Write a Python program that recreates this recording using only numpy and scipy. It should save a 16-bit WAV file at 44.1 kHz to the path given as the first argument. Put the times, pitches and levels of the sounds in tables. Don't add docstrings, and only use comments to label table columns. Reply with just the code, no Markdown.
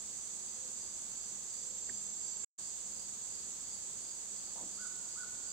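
import sys
import numpy as np
from scipy import signal
from scipy.fft import rfft, irfft, next_fast_len
from scipy.io import wavfile
from scipy.ndimage import map_coordinates

SR = 44100
rng = np.random.default_rng(int(sys.argv[2]) if len(sys.argv) > 2 else 0)


def to_wav(sig):
    pcm = np.clip(np.atleast_2d(sig), -1, 1) * 32767
    pcm = np.round(pcm).astype(np.int16)
    wavfile.write(sys.argv[1], SR, pcm.T)


N = 243431
T = np.arange(N) / SR


def amp(db):
    return 10 ** (np.asarray(db) / 20)


def unit(x):
    return x / np.sqrt(np.mean(x ** 2) + 1e-20)


def along(points, hz):
    freq_hz, values = np.transpose(points)
    return np.interp(np.log(hz + 1), np.log(freq_hz + 1), values)


def wobble(rate_hz):
    return map_coordinates(rng.standard_normal(int(N * rate_hz / SR) + 4), [T * rate_hz])


def filtered(x, response):
    size = next_fast_len(N + SR // 2)
    return irfft(rfft(x, size) * response(np.fft.rfftfreq(size, 1 / SR)), size)[..., :N]


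def bell(x, centre, sigma):
    return np.exp(-.5 * ((x - centre) / sigma) ** 2)


def band(centre_hz, width_hz):
    return unit(filtered(rng.standard_normal(N), lambda f: bell(f, centre_hz, width_hz / 2)))


def tone(pitch_hz):
    return np.sqrt(2) * np.sin(2 * np.pi * (np.cumsum(pitch_hz) / SR + rng.random()))


def pan(lean_db):
    return amp(np.array([[.5], [-.5]]) * lean_db)


def woods(x, wet_db, t60_s):
    tail = rng.standard_normal((2, SR)) * amp(-60 * T[:SR] / t60_s)
    echo = signal.fftconvolve(x[None], tail / np.linalg.norm(tail[0]), axes=1)[:, :N]
    return (x + amp(wet_db) * echo) / np.hypot(1, amp(wet_db))


def scrape(teeth_per_s, stroke_hz, depth_db):
    pace_hz = stroke_hz * (1 + .06 * wobble(3.7))
    stroke = np.cos(2 * np.pi * (np.cumsum(pace_hz) / SR + rng.random()))
    teeth = (rng.random(N) < teeth_per_s / SR) * rng.standard_normal(N)
    return unit(teeth * amp(depth_db * stroke))


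def swarm(count, teeth_per_s, stroke_hz, depth_db):
    out = np.zeros((2, N))
    for side in out:
        for _ in range(count):
            side += scrape(teeth_per_s, stroke_hz * np.exp(.5 * rng.standard_normal()), depth_db)
    return out


def wing_ripple(f, depth_db, spacing_hz):
    knots = rng.standard_normal((2, 1024))
    ripple = np.array([np.interp(f / spacing_hz, np.arange(len(side)), side) for side in knots])
    return amp(depth_db * ripple)


# freq_hz, gain_db
WING_SPECTRUM = [(5000, -39.5), (5750, -25), (6100, -6), (6500, -3.5), (6900, -1), (7300, -1.5), (7750, -1),
                 (8100, -5), (8430, -17), (9000, -26.5), (10000, -36), (12000, -51)]
# freq_hz, lean_db
CHORUS_LEAN = [(5700, -7.5), (6500, -0.5), (7000, -4.5), (7700, -9), (8150, -10), (8500, -14), (9200, -12),
               (11000, -7.5)]


def chorus(level_db=-43.5, sway_db=.03, ticks_per_s=14):
    gain = amp(level_db + sway_db * wobble(7))
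    strokes = unit(swarm(count=8, teeth_per_s=3000, stroke_hz=34, depth_db=.5))
    ticks = unit((rng.random((2, N)) < ticks_per_s / SR) * rng.uniform(.5, 1, (2, N)))
    flicker = amp(.4 * np.array([wobble(22), wobble(15)]))
    drive = (strokes + amp(-21) * ticks) * flicker

    def wings(f):
        resonance = amp(along(WING_SPECTRUM, f)) * wing_ripple(f, depth_db=.6, spacing_hz=70)
        return resonance * pan(along(CHORUS_LEAN, f))

    return gain * unit(filtered(drive, wings))


# freq_hz, gain_db
RUMBLE_SPECTRUM = [(15, -33), (27, -7), (42, -6), (100, -5.5), (140, -4.5), (250, -2.5), (320, -7),
                   (450, -4), (620, -8), (900, -6.5), (1150, -8), (1500, -11), (2500, -14.5), (4500, -25.5),
                   (7000, -120)]
# freq_hz, correlation
RUMBLE_CORRELATION = [(60, 0.86), (150, 0.86), (380, 0.74), (950, 0.48), (2380, 0.4), (5980, -0.16),
                      (15000, -0.05)]
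# centre_hz, width_hz, level_db
HUM_BANDS = [(60.7, 2.4, -78), (117.5, 4.2, -80), (199.05, 2.8, -74), (216.7, 8.7, -79.5),
             (357.5, 25, -77.5)]
# freq_hz, gain_db
HISS_SPECTRUM = [(1500, -25.5), (2600, -9.5), (3550, -1), (4050, -1.5), (4500, 1.5), (5500, 1.5),
                 (7000, -1.5), (9000, -9), (13000, -14), (15700, -15)]


def background():
    def mid_side(f):
        angle = np.arccos(np.clip(along(RUMBLE_CORRELATION, f), -1, 1)) / 2
        return amp(along(RUMBLE_SPECTRUM, f)) * [np.cos(angle), np.sin(angle)]

    mid, side = filtered(rng.standard_normal((2, N)), mid_side)
    rumble = amp(-62 + .3 * wobble(2.5)) * unit(np.array([mid + side, mid - side]))
    hum = sum(amp(level_db) * band(centre_hz, width_hz) for centre_hz, width_hz, level_db in HUM_BANDS)
    hiss = filtered(rng.standard_normal((2, N)), lambda f: amp(along(HISS_SPECTRUM, f)))
    return rumble + hum + amp(-56) * unit(hiss)


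# time_s, effort_db
RASP_CRESTS = [(0, -66), (.8, -57.5), (2.3, -55.5), (3.4, -55), (5.5, -54)]


def raspers(first_s=.14, period_s=.359, sigma_s=.065):
    effort_db = np.interp(T, *np.transpose(RASP_CRESTS))
    crests_s = np.arange(first_s, T[-1] + period_s, period_s)
    waves = amp(effort_db) * sum(bell(T, crest_s, sigma_s) for crest_s in crests_s)
    sharp_strokes = swarm(count=3, teeth_per_s=1100, stroke_hz=55, depth_db=1.5)
    sharp = unit(filtered(sharp_strokes, lambda f: bell(f, 4724, 40) + bell(f, 4868, 44)))
    dull_strokes = swarm(count=3, teeth_per_s=1300, stroke_hz=45, depth_db=2.5)
    dull = unit(filtered(dull_strokes, lambda f: bell(f, 4520, 210)))
    return amp(-3.5) * waves * sharp * pan(-3) + (amp(-16) * waves + amp(-68)) * dull * pan(-1)


# first_s, period_s, pitch_hz
CHIRP_RUNS = [(.18, .32, 6162), (.24, .343, 6032)]


def far_crickets(chirps=7, gain_db=-57.5, sigma_s=.04, pulse_hz=30):
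    out = np.zeros(N)
    for first_s, period_s, pitch_hz in CHIRP_RUNS:
        for centre_s in first_s + period_s * np.arange(chirps):
            pulses = 1 + .6 * np.cos(2 * np.pi * pulse_hz * (T - centre_s))
            out += bell(T, centre_s, sigma_s) * pulses * tone(pitch_hz + 14 * wobble(60))
    return amp(gain_db) * woods(out, wet_db=-1.5, t60_s=.38) * pan(-1)


# centre_s, pitch_hz, level_db, sigma_s
DOVE_COOS = [(.66, 513, -67.5, .11), (1.74, 509, -70, .12), (2.96, 516, -73, .16)]


def dove():
    coos = sum(amp(level_db) * bell(T, centre_s, sigma_s) * tone(pitch_hz + 2 * wobble(10))
               for centre_s, pitch_hz, level_db, sigma_s in DOVE_COOS)
    return woods(coos, wet_db=-10, t60_s=.5)


# time_s, effort_db
TRILL_EFFORT = [(.7, -62), (1.1, -56.5), (1.45, -52.5), (1.7, -47), (2.45, -44.2)]


def near_cricket(full_effort_hz=7425, flat_hz_per_db=11, sag_hz=140, closures_per_s=26):
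    last_note_s, stop_s = 2.441, 2.447
    effort_db = np.interp(T, *np.transpose(TRILL_EFFORT))
    pitch_hz = full_effort_hz - flat_hz_per_db * (effort_db.max() - effort_db)
    cycle = ((T - last_note_s) * closures_per_s + .5) % 1 - .5
    notes = tone(pitch_hz - sag_hz * cycle + 15 * wobble(120)) * bell(cycle, 0, .18)
    trill = amp(effort_db + wobble(18)) * notes * (T < stop_s)
    return woods(trill, wet_db=-5, t60_s=.14) * pan(-10.5)


# start_s, strength_db, ring_hz, width_hz, t60_s, lean_db
BLOWS = [(1.887, -52, 1850, 400, .025, -4), (1.8935, -39.5, 1710, 300, 0.019, -19),
         (1.896, -36, 1830, 397, 0.013, -12), (1.888, -52, 290, 520, 0.3, -2),
         (2.437, -49.5, 1980, 1400, 0.033, -11), (4.556, -49.5, 820, 550, 0.1, 9),
         (4.577, -49, 870, 480, 0.19, 8), (4.608, -52, 560, 600, 0.35, -2), (4.619, -52, 232, 317, .3, 0),
         (4.661, -48.5, 330, 350, 0.042, -2)]


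def knocks(gain_db=-4.5, attack_s=.001):
    out = np.zeros((2, N))
    for start_s, strength_db, ring_hz, width_hz, t60_s, lean_db in BLOWS:
        age_s = np.maximum(T - start_s, 0)
        envelope = amp(-60 * age_s / t60_s) * (1 - np.exp(-age_s / attack_s))
        out += amp(strength_db + gain_db) * envelope * band(ring_hz, width_hz) * pan(lean_db)
    return out


# start_s, length_s, level_db
BIRD_WHISTLES = [(4.775, .088, -53), (5.159, .086, -52.5)]
# length_fraction, pitch_hz, gain_db
WHISTLE_ARCH = [(0, 1190, -7), (.15, 1370, -4), (.3, 1469, -2.5), (.5, 1503, -1), (.7, 1478, -2),
                (.84, 1399, 0.5), (1, 1240, -8)]


def bird():
    fraction, arch_hz, arch_db = np.transpose(WHISTLE_ARCH)
    out = np.zeros(N)
    for start_s, length_s, level_db in BIRD_WHISTLES:
        progress = (T - start_s) / length_s
        pitch_hz = np.interp(progress, fraction, arch_hz) + 18 * wobble(200)
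        shape_db = np.interp(progress, fraction, arch_db) + 1.8 * wobble(150)
        out += amp(level_db + shape_db) * (progress > 0) * (progress < 1) * tone(pitch_hz)
    trunk_echoes = .5 * np.interp(T - .016, T, out) + .45 * np.interp(T - .029, T, out)
    return woods(out + trunk_echoes, wet_db=-3.5, t60_s=2)


def scene():
    return (chorus() + background() + raspers() + far_crickets()
            + dove() + near_cricket() + knocks() + bird())


def record(dry):
    drop_s, resume_s, floor_db, cutoff_hz = 2.447, 2.584, -60, 15780
    fade_out = np.clip((drop_s - T) / .003 + .5, 0, 1)
    fade_in = np.clip((T - resume_s) / .01 + .5, 0, 1)
    gain = np.maximum(fade_out + fade_in, amp(floor_db))
    return filtered(dry * gain, lambda f: f < cutoff_hz)


dry = scene()
out = record(dry)
to_wav(out)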